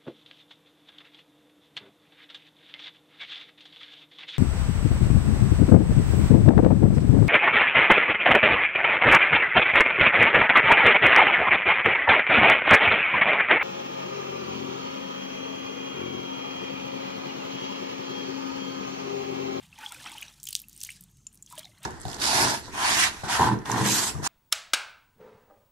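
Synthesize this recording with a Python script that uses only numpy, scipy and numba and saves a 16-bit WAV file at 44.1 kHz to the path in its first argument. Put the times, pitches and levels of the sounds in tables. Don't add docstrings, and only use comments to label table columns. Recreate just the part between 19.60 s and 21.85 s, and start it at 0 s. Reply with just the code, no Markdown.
import sys
import numpy as np
from scipy import signal
from scipy.fft import rfft, irfft
from scipy.io import wavfile
from scipy.ndimage import uniform_filter1d
from numba import njit

SR = 44100
rng = np.random.default_rng(int(sys.argv[2]) if len(sys.argv) > 2 else 0)


def linear_from_db(decibels):
    return 10 ** (np.asarray(decibels, float) / 20)


def transcribe(u):
    v = np.clip(np.atleast_2d(u).T, -1, 1)
    q = np.round(v * 32767).astype(np.int16)
    wavfile.write(sys.argv[1], SR, q)


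N = 99225

# (time [s], level [dB])
STIR_LEVEL = [(0, -52.5), (.09, -69), (.16, -60), (.3, -54), (.41, -52), (.432, -62.5), (.46, -47.5),
              (.62, -54), (.76, -69.5), (1.86, -79.5), (1.88, -76), (1.98, -54.5), (2.07, -69.5),
              (2.21, -69.5), (2.235, -51.5)]
# (frequency [Hz], level [dB])
STIR_TONE = [(200, -8.5), (310, -15.5), (480, -18.5), (850, -4.5), (1500, -7), (1950, -7), (3200, -4),
             (5500, -24)]
# (time [s], peak level [dB], pitch [Hz])
GULPS = [(0.019, -78, 990), (0.185, -41.5, 870), (0.23, -36, 1484), (0.235, -36.5, 873), (0.266, -42, 825),
         (0.304, -45.5, 960), (0.319, -38.5, 1376), (0.361, -43.5, 1460), (0.462, -44, 840),
         (0.482, -41, 1520), (0.52, -43.5, 890), (0.55, -40.5, 874), (0.196, -64, 907), (1.91, -50.5, 977),
         (1.932, -39, 994), (1.977, -40.5, 615), (2.044, -52.5, 801)]
# (time [s], peak level [dB], pitch [Hz])
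BUBBLES = [(0.1276, -40.5, 2540), (0.18, -44, 2320), (0.2617, -24, 3170), (0.2753, -53, 2930),
           (0.308, -44, 3320), (0.3214, -37.5, 3300), (0.3471, -36, 2340), (0.4434, -53, 2920),
           (0.46, -32, 3070), (0.4735, -33.5, 2530), (0.516, -40, 3410), (0.528, -40, 2900),
           (0.577, -36.5, 2790), (0.5813, -31.5, 3020), (0.6061, -39.5, 3230), (0.6229, -29, 2350),
           (0.6275, -29, 2760), (0.681, -39.5, 3750), (0.382, -47, 2400), (0.255, -43, 3000),
           (1.039, -45, 2580), (1.3039, -33, 2660), (1.8738, -47.5, 3180), (1.966, -45, 3600),
           (1.9794, -32, 3036), (2.0309, -38.5, 3170), (2.0448, -36.5, 3850), (2.0544, -35, 3680),
           (2.177, -54.5, 1930)]
# (time [s], peak level [dB],
# pitch [Hz])
GROUND_DROPS = [(0.1876, -35, 6300), (0.3217, -24, 7960), (0.3446, -30, 8940), (0.518, -31, 8250),
                (0.6273, -30.5, 6330), (0.8, -38.5, 5330), (0.831, -23, 7540), (0.8395, -21.5, 9050),
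                (0.8539, -28, 7100), (0.8683, -21, 13700), (0.8699, -23, 6530), (0.8883, -20.5, 8200),
                (0.8868, -26, 6600), (0.9069, -22.5, 9600), (0.923, -42, 5150), (0.929, -25, 4500),
                (0.9624, -17.5, 6630), (0.9707, -31, 8000), (0.981, -32, 12900), (0.9913, -28, 7660),
                (0.9997, -26, 11500), (1.0176, -25, 12600), (1.0845, -28.5, 11500), (1.0952, -39, 6700),
                (1.1296, -38, 6100),
                (1.1635, -34.5, 8440), (1.1765, -30.5, 8900), (1.1924, -65, 6070), (1.2045, -27, 11700),
              (1.205, -33, 6360), (1.2139, -23, 5650), (1.2485, -21, 6460), (1.2585, -38, 4800),
              (1.2679, -28, 12600), (1.272, -35, 8910), (1.3032, -29, 8300), (1.3178, -35.5, 6360),
              (1.3247, -38, 8500), (1.4087, -32.5, 9140), (1.4244, -39, 9150), (1.4377, -33.5, 8430),
                (1.6685, -31, 5830), (1.7285, -42, 8500), (1.7376, -47, 8750), (1.7452, -36.5, 10500),
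                (1.755, -37, 9200), (1.7742, -43, 5800), (1.8251, -33, 7760), (1.8624, -36, 6240),
                (1.9016, -35.5, 8300), (1.919, -39, 7950), (1.9248, -30, 8070), (1.954, -35.5, 8700),
                (1.9792, -31.5, 8300), (1.984, -25.5, 8750), (1.9926, -22.5, 8700), (2.0521, -37.5, 4800),
                (2.1842, -43.5, 8500), (2.205, -49, 8550), (2.2323, -47, 5260), (2.2314, -31, 7930)]
# (time [s], peak level [dB], pitch [Hz])
SLAPS = [
    (.9523, -6, 5600),
    (.6245, -36, 2900),
    (1.2362, -15, 8000),
    (1.9778, -30, 2600),
]
# (time [s], level [dB])
MIST_LEVEL = [(0, -62), (.1, -71), (.25, -55.5), (.35, -54), (.55, -56.5), (.7, -59), (.8, -70.5),
              (.9, -54), (1.05, -71.5), (1.25, -54.5), (1.34, -56.5), (1.48, -77), (1.8, -86), (1.9, -63.5),
              (2.0, -56), (2.1, -72), (2.215, -101), (2.235, -54.5)]
# (frequency [Hz], level [dB])
MIST_TONE = [(880, -62), (1500, -11.5), (2140, -9.5), (3590, -0.5), (8920, -3), (14900, -15.5),
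             (16000, -11)]
# (time [s], peak level [dB], pitch
# [Hz])
STRAY_DROPS = [(.2426, -40, 8700), (.3065, -46, 10100), (.4415, -35, 3930), (.444, -42, 10500),
               (.4956, -34.5, 8800), (.527, -42, 11900), (.5679, -48, 9400), (.5819, -31, 10100),
               (.629, -38, 12600), (.7076, -58, 8850), (.8735, -28, 4630), (.8885, -21, 12000),
               (.9278, -22, 13400), (.9285, -23, 8250), (.9455, -33, 7900), (.949, -51, 6850),
               (1.0005, -34.5, 5440), (1.1291, -37, 14100), (1.1495, -41, 12900), (1.2325, -22, 8640),
               (1.233, -22, 12900), (1.2505, -28, 10000), (1.343, -49, 12700), (1.5007, -52, 12000),
               (1.5137, -48, 12400), (1.5711, -44.5, 8400), (1.569, -58, 4070), (1.934, -55, 5600),
               (1.9925, -30, 4060), (2.094, -49.5, 8700)]
# (time [s], peak level [dB], pitch [Hz])
HOLLOW_PATS = [(.8722, -27.5, 3060), (.8882, -30.5, 3050), (.928, -34, 2840), (.9904, -41, 3300),
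               (.983, -54, 2830), (1.1625, -54, 2900), (1.2146, -38, 2870), (1.264, -37, 2900),
               (1.6668, -46.5, 2800), (1.926, -39, 1164), (.4635, -31.5, 1235), (2.055, -45.5, 2150)]
# (time [s], peak level [dB], pitch [Hz])
TRICKLE = [(1.37, -60, 1650), (1.39, -64, 1730), (2.06, -55, 721), (2.07, -53, 2070), (2.09, -60, 597),
           (2.118, -59, 2020), (2.15, -63, 2080), (2.205, -60, 617), (2.238, -44, 3700), (.4, -44, 1720),
           (.37, -55, 524)]
# (time [s], peak level [dB], pitch [Hz])
PINGS = [(.453, -39.5, 8180), (.47, -39, 5540), (.519, -39, 7860), (.6135, -36, 13800), (.614, -38, 9340),
         (.629, -51, 6700), (.6815, -42, 5720), (.869, -36, 6530), (1.305, -38, 8740), (1.325, -45, 8800),
         (1.605, -59, 7300), (2.178, -54.5, 4230), (1.096, -44, 14600), (1.272, -39, 14600),
         (1.409, -39, 13900), (1.6676, -29, 7070), (1.8245, -37, 7230)]
# (time [s], peak level [dB], pitch [Hz])
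KNOCKS = [
    (.35, -57.5, 296),
    (.455, -56.5, 305),
    (.51, -54.5, 317.5),
    (1.35, -54, 184.4),
    (1.41, -51, 180.2),
    (1.97, -60, 290),
]
# (frequency [Hz], level [dB])
YARD_TONE = [(55, -10.5), (134, -3), (260, -14.5), (560, -34.5), (3220, -55), (6380, -28), (9000, -31.5),
             (16000, -41.5)]


def unit(x):
    return x / np.sqrt(np.mean(x ** 2))


def level_curve(table):
    t, db = np.array(table, float).T
    return linear_from_db(np.interp(np.arange(N) / SR, t, db))


def tone_db(table, hz):
    f, db = np.array(table, float).T
    return np.interp(np.log(hz), np.log(f), db, left=-90)


@njit
def ring(rows, count):
    out = np.zeros(count)
    for s, size, hz, decay, rise, glide in rows:
        at = s * SR
        for i in range(max(int(at) + 1, 0), min(int(at + (7 * decay + rise) * SR), count)):
            u = (i - at) / SR
            turns = hz * (u + glide * u * u / (2 * decay) / (1 + u / (4 * decay)))
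            swell = (1 - np.exp(-2 * u / rise)) ** 2
            out[i] += size * np.exp(-u / decay) * swell * np.sin(2 * np.pi * turns)
    return out


def grains(s, size, hz, decay, rise, glide):
    hz = np.clip(hz, 100, 16000)
    columns = np.broadcast_arrays(s, size, hz, np.maximum(decay, 3e-5), rise, glide)
    return ring(np.stack(columns, axis=-1).reshape(-1, 6), N)


def wander(rate):
    hold = int(SR / rate)
    levels = rng.standard_normal(N // 100 + 2)[:N // hold + 1]
    steps = np.repeat(levels, hold)
    smooth = uniform_filter1d(uniform_filter1d(steps, hold), hold)
    return unit(smooth[:N])


def noise(table, flicker_db, rate):
    f = np.maximum(np.arange(N // 2 + 1) * SR / N, 1)
    shape = linear_from_db(tone_db(table, f))
    out = 0
    for hz in 30 * 2 ** np.arange(0, 9.6, .5):
        bell = np.cos(np.pi * np.clip(np.log2(f / hz), -.5, .5))
        flicker = linear_from_db(flicker_db * wander(rate))
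        out = out + flicker * irfft(rfft(rng.standard_normal(N)) * shape * bell, N)
    return unit(out)


def swarm(table, count, cycles, scatter_db, glide):
    low, high = np.log(table[0][0]), np.log(table[-1][0])
    when, pitch, luck, length = rng.random((count, 4)).T
    hz = np.exp(low + (high - low) * pitch)
    decay = cycles * (.5 + length) / hz
    size = linear_from_db(tone_db(table, hz) - scatter_db * np.log(1 - luck + 4e-3)) * hz
    return unit(grains(when * N / SR, size, hz, decay, decay / 4, glide))


def bubbles(table, cycles, rise, glide):
    s, db, hz = np.array(table, float).T
    decay = cycles / hz
    delay, detune = rng.standard_normal((len(s), 2)).T
    size = linear_from_db(db) * (1 + 2 * rise / decay)
    first = grains(s, size, hz, decay, rise, glide)
    twin_s = s + decay * (1 + 0.546 * abs(delay))
    twin = grains(twin_s, size * linear_from_db(-9), hz * (1 + 0.045 * detune), decay, rise, glide)
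    return first + twin


def splats(table, spray_db=-9.5, tick_db=0, tick_cycles=1.6, count=24):
    s, db, hz = np.array(table, float).T[:, :, None]
    late = -np.log(1 - rng.random((len(s), count)))
    octaves = 0.55 * np.maximum(rng.standard_normal((len(s), count)) + 0.33, -.35)
    spray_hz = hz * 2 ** octaves
    tick = grains(s, linear_from_db(db + tick_db), hz, tick_cycles / hz, .2 / hz, 0.)
    tiny_ring = grains(s, linear_from_db(db + spray_db + 3.5), hz, 0.00075, 0.00055, 0.027)
    spray_size = linear_from_db(db + spray_db - 3.6 * late)
    spray = grains(s + .0024 * late, spray_size, spray_hz, 3.2 / spray_hz, .00005, 0.26)
    no_lows = signal.butter(7, 3080, "high", fs=SR, output="sos")
    return signal.sosfilt(no_lows, tick + tiny_ring + spray)


def stirred_water():
    swirl = swarm(STIR_TONE, count=5000, cycles=6.16, scatter_db=2.8, glide=0.083)
    wash = linear_from_db(-5.5) * noise(STIR_TONE, flicker_db=4.5, rate=40.39)
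    surges = linear_from_db(-0.5 + 3.2 * wander(35.14))
    return (swirl + wash) * surges * level_curve(STIR_LEVEL)


def trapped_air():
    gulps = bubbles(GULPS, cycles=5.1, rise=.004, glide=0.0043)
    return gulps + bubbles(BUBBLES, cycles=4.5, rise=.0012, glide=0.042)


def fine_droplets():
    patter = swarm(MIST_TONE, count=9000, cycles=6, scatter_db=2.5, glide=0.053)
    return patter + linear_from_db(-1) * noise(MIST_TONE, flicker_db=1.3, rate=62.3)


def heavy_drops():
    slap = splats(SLAPS, spray_db=-20.5, tick_db=14, tick_cycles=.3)
    slap_ring = grains(SLAPS[0][0], linear_from_db(-18), 3150, 0.00043, 0.00032, 0.052)
    plop_size = linear_from_db(-19.5 - np.array([3, 16]))
    plop = grains(1.29, plop_size, 1857 * np.array([1, 1.3]), .0022, .0012, .27)
    return slap + slap_ring + plop


def wet_ground():
    mist = fine_droplets()
    heavy = heavy_drops()
    flurries = linear_from_db(2.6 * wander(130))
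    drops = splats(GROUND_DROPS)
    return mist * flurries * level_curve(MIST_LEVEL) + heavy + drops


def stray_drops():
    return splats(STRAY_DROPS) + bubbles(HOLLOW_PATS, cycles=2.314, rise=0.00066, glide=0.017)


def trickle_and_pings():
    trickle = bubbles(TRICKLE, cycles=6.93, rise=0.0017, glide=0.028)
    return trickle + bubbles(PINGS, cycles=16, rise=0.00052, glide=0.0054)


def bucket_knocks():
    return bubbles(KNOCKS, cycles=7.1, rise=0.002, glide=0.015)


def echo(water):
    fade_s, dull_hz = 0.18, 3300
    u = np.arange(SR // 4) / SR
    tail = rng.standard_normal(len(u)) * np.exp(-np.log(1000) * u / fade_s) * (u > .002)
    tail = signal.sosfilt(signal.butter(1, dull_hz, fs=SR, output="sos"), tail)
    tail = tail / np.sqrt(np.sum(tail ** 2))
    return linear_from_db(-17.5) * signal.fftconvolve(water, tail)[:N]


def hum():
    t = np.arange(N) / SR
    level = linear_from_db(-66 - 7.7 * (t - 1.1) ** 2)
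    return level * np.sin(2 * np.pi * 45 * t + 0.47 * wander(0.75)) * np.sqrt(2)


def insect():
    pitch_hz, width_hz, middle_s, span_s = 6330, 110, 1.585, .085
    t = np.arange(N) / SR
    band = signal.butter(1, [pitch_hz - width_hz, pitch_hz + width_hz], "band", fs=SR, output="sos")
    trill = unit(signal.sosfilt(band, rng.standard_normal(N)))
    return linear_from_db(-72) * trill * np.exp(-((t - middle_s) / span_s) ** 2)


def traffic():
    return linear_from_db(-62) * noise(YARD_TONE, flicker_db=2.2, rate=8.67)


def scene():
    water = stirred_water() + trapped_air() + wet_ground()
    water = water + stray_drops() + trickle_and_pings() + bucket_knocks()
    mono = water + echo(water) + hum() + insect() + traffic()
    side = linear_from_db(-24.5) * (0.37 * mono + 0.31 * np.gradient(mono)) * wander(180)
    return np.array([mono + side, mono - side])


def roll_off(x):
    return signal.sosfilt(signal.butter(12, 16600, fs=SR, output="sos"), x)


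def record(dry):
    no_bass = signal.butter(6, 38, "high", fs=SR, output="sos")
    no_top = signal.ellip(8, .5, 45, 15600, fs=SR, output="sos")
    mix = signal.sosfilt(no_top, signal.sosfilt(no_bass, dry))
    return roll_off(mix)


dry = scene()
out = record(dry)
transcribe(out)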